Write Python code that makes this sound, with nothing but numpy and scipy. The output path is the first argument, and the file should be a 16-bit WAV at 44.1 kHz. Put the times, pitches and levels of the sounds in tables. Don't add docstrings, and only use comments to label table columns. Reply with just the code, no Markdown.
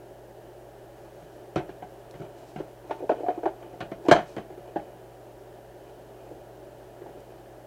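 import sys
import numpy as np
from scipy import signal
from scipy.fft import rfft, irfft, next_fast_len
from scipy.io import wavfile
from scipy.ndimage import uniform_filter1d

SR = 44100
rng = np.random.default_rng(int(sys.argv[2]) if len(sys.argv) > 2 else 0)


def makeup_ratio(level_db):
    decades = np.asarray(level_db, float) / 20
    return 10 ** decades


def materialize(psi):
    bounded = np.clip(np.atleast_2d(psi).T, -1, 1)
    quanta = np.round(bounded * 32767).astype(np.int16)
    wavfile.write(sys.argv[1], SR, quanta)


N = 337806

# start in seconds, peak level of the louder panel in dB,
# place in dB (upper panels over low panel), hardness in dB (knock against the panels).
CONTACTS = [(1.222, -42.5, -17, -9.5), (1.559, -17.5, -5, -9.5), (1.571, -28.5, -2, -6),
            (1.58, -29, -3, -6.5), (1.598, -32, 13, -20), (1.69, -32.5, -5.5, -10),
            (1.822, -31.5, 3.5, -13), (2.138, -44.5, -3, -2.5), (2.152, -41.5, -13, -13),
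            (2.197, -32, -13, -19), (2.215, -37.5, -1, -7), (2.235, -44, 3, -14), (2.559, -32.5, 4, -8.5),
            (2.584, -37.5, -11, -7), (2.6, -23, -12, -20), (2.841, -43, -9, -16), (2.895, -32.5, 6, -14),
            (2.908, -19.5, 4.5, -12), (3.002, -31, -7, -37), (3.024, -25.5, -12, -37),
            (3.038, -27.5, -4.5, -28), (3.093, -14, 2, -13.5), (3.115, -19, -1.5, -14.5),
            (3.185, -34, 2, -32), (3.203, -25, -13, -26), (3.232, -25.5, 3, -30), (3.262, -25, 19, -19),
            (3.283, -17, 2.5, -17), (3.301, -25, 1, -17), (3.375, -26, -7, -27), (3.431, -26.5, 0, -14),
            (3.456, -16, 2.5, -15), (3.475, -27.5, 16, -11), (3.625, -39.5, -7, -9), (3.73, -38.5, 4, -17),
            (3.804, -30.5, 7, 0), (3.82, -32, -5, -16), (3.85, -40, 2, -26), (3.916, -27.5, -5, -11.5),
            (4.05, -31.5, -5, -22), (4.062, -30.5, 4, -14), (4.084, -8.5, -10, -11),
            (4.112, -5.5, -0.5, -3.5), (4.12, -3.2, 18, -12), (4.132, -26, -3, -1),
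            (4.148, -17.5, -1.5, -14), (4.16, -21, 1, -1.5), (4.183, -23.5, 18, -9.5),
            (4.206, -34.5, 17, -10), (4.365, -25.5, -6.5, -10.5), (4.38, -29.5, -3, -6),
            (4.501, -35.5, -4.5, -17), (4.522, -39, -10, -14), (4.575, -35.5, -14, -18),
            (4.758, -20, 3, -17), (4.79, -39, 18, -9), (6.311, -33.5, -10, -35), (7.016, -34, -22, -17.5),
            (7.06, -37, -3, -15), (7.09, -39, -2, -14), (7.172, -36.5, -18, -18)]
# frequency in Hz, relative level within its family in dB, undamped-by-hand T60 in seconds.
BODY_MODES = [
    [(35, -6, 0.22), (60, -10, 0.14), (122, -36, 0.07), (154, -2, 0.13), (159, 8, 0.12), (200.4, 5.5, 0.13),
     (271, 5, 0.043)],
    [(343, -5.5, 0.076), (364.5, -5, 0.16), (391.7, -5.5, 0.066), (452, -3, 0.057)],
    [(513, -5.5, 0.024), (644.4, 3.5, 0.043), (700.4, 5.5, 0.078), (770, -8.5, 0.13), (833, -3, 0.078),
     (847, -8.5, 0.024), (938, -26, 0.035)],
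    [(1092, 2, 0.065), (1272, 7, 0.015), (1448, 11, 0.013), (1552, -4.5, 0.012), (1665, 5.5, 0.014),
     (1783, -19, 0.014), (2020, -5.5, 0.0096), (2126, 2.5, 0.017), (2310, -14, 0.0097)],
    [(2486, 15.5, 0.013), (2700, -5, 0.0081), (2940, 7, 0.018), (3010, 2, 0.014), (3610, -1, 0.0044),
     (3910, -3, 0.0069), (4350, -26.5, 0.0018), (5160, 0, 0.0025), (5800, 0.5, 0.0072), (6780, -5, 0.0027),
     (7600, -9, .003), (8600, -19, .002), (10200, -19, .002), (12000, -20, .002), (14000, -8, .002)],
]
# chatter against the first touch in dB, chatter decay in seconds,
# time the ring takes to build in seconds, time it is left to ring in seconds
FAMILY_CONTACT = [(-24.5, 0.0094, 0.0013, 0.038), (-23, 0.0089, 0.0011, 0.011),
                  (-23.5, 0.011, 0.0014, 0.013), (-11.5, 0.015, 0.00039, 0.0043),
                  (2, 0.02, 0.000072, 0.0097)]
MODE_SCATTER = [.012, .025, .03, .035, .035]
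# time in seconds, thump against the panels in dB.
BEARING_ON_LID = [(1.2, -1), (1.58, -7.5), (1.68, -13), (1.85, -13), (2.2, -4.5), (2.58, 0.5), (2.6, -26),
                  (2.85, -32), (3.1, -25.5), (3.48, -36), (3.78, -2.5), (3.92, -8), (4.08, -17),
                  (4.15, -14), (4.2, -9), (4.37, -8), (4.5, -17), (4.76, -14), (7.2, -15)]
# start in seconds, peak level in dB, centre frequency in Hz, decay in seconds.
SNAP_EVENTS = [(1.559, -32.5, 4100, 0.0018), (2.1103, -43.5, 5800, 0.0029), (2.2044, -49, 6010, 0.002),
               (3.0934, -55.5, 4000, 0.002), (3.8047, -47, 4530, 0.002), (3.915, -51, 4190, 0.002),
               (4.062, -49, 4770, 0.0014), (4.085, -31.5, 4800, 0.0025), (4.1116, -33, 4200, 0.0016),
               (4.365, -44, 4370, 0.0018), (7.204, -52, 7740, 0.002)]
# start in seconds, length in seconds,
# gain of the drag in the panels in dB, gain of the papery rasp in dB.
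SLIDES = [(0.946, .55, -63, -75), (2.094, 0.24, -56.5, -71), (2.33, 0.45, -62.5, -69.5),
          (2.836, 0.7, -55, -72.5), (3.556, 0.25, -57, -84), (4.022, 0.41, -53.5, -68),
          (4.556, 0.45, -60, -87), (5.15, 0.87, -68.5, -87), (6.151, 0.33, -59, -80),
          (6.614, 0.73, -64.5, -80), (7.155, 0.38, -62.5, -87)]
SLIDE_SHARES_DB = [-14, 4, 2.5, -15, -12.5]
# frequency in Hz, relative level per Hz in dB.
AIR_COLOUR = [(15, -28), (40, -10.5), (85, -19), (150, -11.5), (265, -14), (305, -7.5), (365, 0.5),
              (420, -3.5), (475, -11.5), (560, -1.5), (760, -7), (850, -11), (1000, -20), (1250, -22.5),
              (1700, -21), (2150, -30), (2650, -30.5), (3000, -27.5), (3400, -33.5), (4200, -36),
              (9000, -41.5)]
TONE_HZ = [53.6, 119.8, 161, 440, 573, 627, 680, 960]
# rms level in dB, spread of the wander in Hz.
TONE_LEVELS = [(-63, 0.14), (-57.5, 0.056), (-86, 1), (-61.5, 1.75), (-62.5, 2.5), (-82, 1.9), (-76, 1.73),
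               (-70, 2)]

SOFTER_PER_DB = 0.05
RATTLE_FROM_DB, RATTLE_PER_DB = -25, -0.01
TICK_DB, TICK_PER_BEARING = -7.5, 0.19
CRUSH_DB, CRUSH_PER_BEARING = -9, 0.18
CRUSH_RISE_S, CRUSH_S = 0.0015, 0.018
CRUSH_LOW_HZ, CRUSH_TOP_HZ = 806, 4000
STROKE_ATTACK_S, STROKE_RELEASE_S = 0.034, 0.1
ROOM_DB, ROOM_T60_S, ROOM_DAMP_HZ, ROOM_BUILD_S = -16.5, 0.27, 4960, 0.0033
AIR_DB, AIR_SWAY_DB, HISS_DB = -48, 0.4, -67


def taps():
    out = np.zeros(N + 2 * SR)
    t = np.arange(SR // 10) / SR
    fibres = signal.butter(2, [CRUSH_LOW_HZ, CRUSH_TOP_HZ], "band", fs=SR, output="sos")
    for start_s, peak_db, place_db, hard_db in CONTACTS:
        bearing_db = np.interp(start_s, *np.transpose(BEARING_ON_LID))
        tick_db = hard_db + TICK_DB + TICK_PER_BEARING * bearing_db
        shares_db = (bearing_db, -max(place_db, 0), min(place_db, 0), hard_db, tick_db)
        patches_db = 2.0 * np.repeat(rng.standard_normal(len(t) // 45), 45)
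        grit = rng.standard_normal(len(t)) * makeup_ratio(patches_db)
        soft = 1 + SOFTER_PER_DB * max(-peak_db, 0)
        rattle = 1 + RATTLE_PER_DB * max(peak_db - RATTLE_FROM_DB, 0)

        tap = np.zeros(SR // 10 + SR // 8 - 1)
        crush_swell = (1 - np.exp(-t / CRUSH_RISE_S)) * np.exp(-t / (rattle * CRUSH_S))
        crush = signal.sosfilt(fibres, grit * crush_swell)
        crush_db = peak_db + hard_db + CRUSH_DB + CRUSH_PER_BEARING * bearing_db
        tap[:len(t)] = makeup_ratio(crush_db) * crush / np.abs(crush).max()

        families = zip(BODY_MODES, FAMILY_CONTACT, shares_db, MODE_SCATTER)
        for modes, (chatter_db, chatter_s, build_s, hold_s), share_db, scatter in families:
            push = makeup_ratio(chatter_db) * grit * np.exp(-t / (rattle * chatter_s))
            push[0] = -1
            detune, level = rng.standard_normal((2, 16))
            response = ring(modes, scatter * detune, 2.0 * level, soft * build_s, hold_s)
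            sound = signal.fftconvolve(push, response)
            tap = tap + makeup_ratio(peak_db + share_db) * sound / np.abs(sound).max()
        tap = room(tap)
        at = int(start_s * SR)
        out[at:at + len(tap)] += tap
    return out[:N]


def ring(modes, detune, level_db, build_s, hold_s):
    hz, db, t60 = (np.array(column)[:, None] for column in zip(*modes))
    t = np.arange(SR // 8) / SR
    count = len(modes)
    decay = makeup_ratio(-60 * t / np.maximum(t60, 0.001))
    waves = np.sin(2 * np.pi * hz * (1 + detune[:count, None]) * t) * decay
    swell = (1 - np.exp(-(t / build_s) ** 2)) * np.exp(-(t / hold_s) ** 2)
    sound = np.sum(makeup_ratio(db + level_db[:count, None]) * waves, axis=0) * swell
    low_cut = signal.butter(4, 0.86 * hz.min(), "high", fs=SR, output="sos")
    return signal.sosfilt(low_cut, sound)


def snaps():
    out = np.zeros(N)
    t = np.arange(SR // 25) / SR
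    for start_s, peak_db, hz, decay_s in SNAP_EVENTS:
        band = signal.butter(2, [0.42 * hz, 1.5 * hz], "band", fs=SR, output="sos")
        click = signal.sosfilt(band, rng.standard_normal(len(t)) * np.exp(-t / decay_s))
        at = int(start_s * SR)
        out[at:at + len(t)] += makeup_ratio(peak_db) * click / np.abs(click).max()
    return out


def rub():
    happens = rng.random(N) < 1500 / SR
    slips = happens * rng.standard_normal(N) * makeup_ratio(4.0 * walk(30))
    out = 0
    for modes, share_db, contact in zip(BODY_MODES, SLIDE_SHARES_DB, FAMILY_CONTACT):
        _, _, build_s, hold_s = contact
        response = ring(modes, np.zeros(16), np.zeros(16), build_s, hold_s)
        sound = signal.fftconvolve(slips, response)[:N]
        out = out + makeup_ratio(share_db) * sound / np.std(sound)
    return out * strokes(column=2)


def brush():
    band = signal.butter(2, [2200, 7500], "band", fs=SR, output="sos")
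    rasp = signal.sosfilt(band, rng.standard_normal(N))
    return rasp / np.std(rasp) * makeup_ratio(2.2 * walk(40)) * strokes(column=3)


def strokes(column):
    t = np.arange(N) / SR
    gain = np.zeros(N)
    for row in SLIDES:
        start_s, length_s = row[:2]
        rise = (t - start_s) / STROKE_ATTACK_S
        fade = (start_s + length_s - t) / STROKE_RELEASE_S
        gain += makeup_ratio(row[column]) * np.clip(np.minimum(rise, fade), 0, 1)
    return gain


def room(x):
    t = np.arange(SR // 2) / SR
    build = np.clip(t / ROOM_BUILD_S, 0, 1)
    tail = rng.standard_normal(len(t)) * makeup_ratio(-60 * t / ROOM_T60_S) * build
    tail = signal.sosfilt(signal.butter(1, ROOM_DAMP_HZ, fs=SR, output="sos"), tail)
    tail *= makeup_ratio(ROOM_DB) / np.sqrt(np.sum(tail ** 2))
    tail[0] = 1
    return signal.fftconvolve(x, tail)


def fan():
    air = shaped(AIR_COLOUR) * makeup_ratio(AIR_DB + AIR_SWAY_DB * walk(1.91) + 0.25 * walk(14.0))
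    tones = np.zeros(N)
    for hz, (rms_db, wander_hz) in zip(TONE_HZ, TONE_LEVELS):
        cycles = rng.random() + np.cumsum(hz + wander_hz * walk(6)) / SR
        tones += np.sqrt(2) * makeup_ratio(rms_db) * np.sin(2 * np.pi * cycles)
    return air + tones


def shaped(table):
    hz, db = np.transpose(table)
    size = next_fast_len(N)
    log_hz = np.log(np.fft.rfftfreq(size, 1 / SR) + 1)
    colour = makeup_ratio(np.interp(log_hz, np.log(hz), db))
    noise = irfft(rfft(rng.standard_normal(size)) * colour, size)[:N]
    return noise / np.std(noise)


def walk(rate):
    hold = int(SR / rate)
    steps = np.repeat(rng.standard_normal(N // hold + 1), hold)
    return 1.305 * uniform_filter1d(uniform_filter1d(steps, hold), hold)[:N]


def scene():
    handling = snaps() + rub() + brush()
    return (taps() + room(handling)[:N] + fan())[None]


def roll_off(x):
    return signal.sosfilt(signal.butter(12, 15750, fs=SR, output="sos"), x)


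def record(dry):
    hiss = makeup_ratio(HISS_DB) * rng.standard_normal(dry.shape)
    mix = np.clip(dry + hiss, -1, 1)
    return roll_off(mix)


dry = scene()
out = record(dry)
materialize(out)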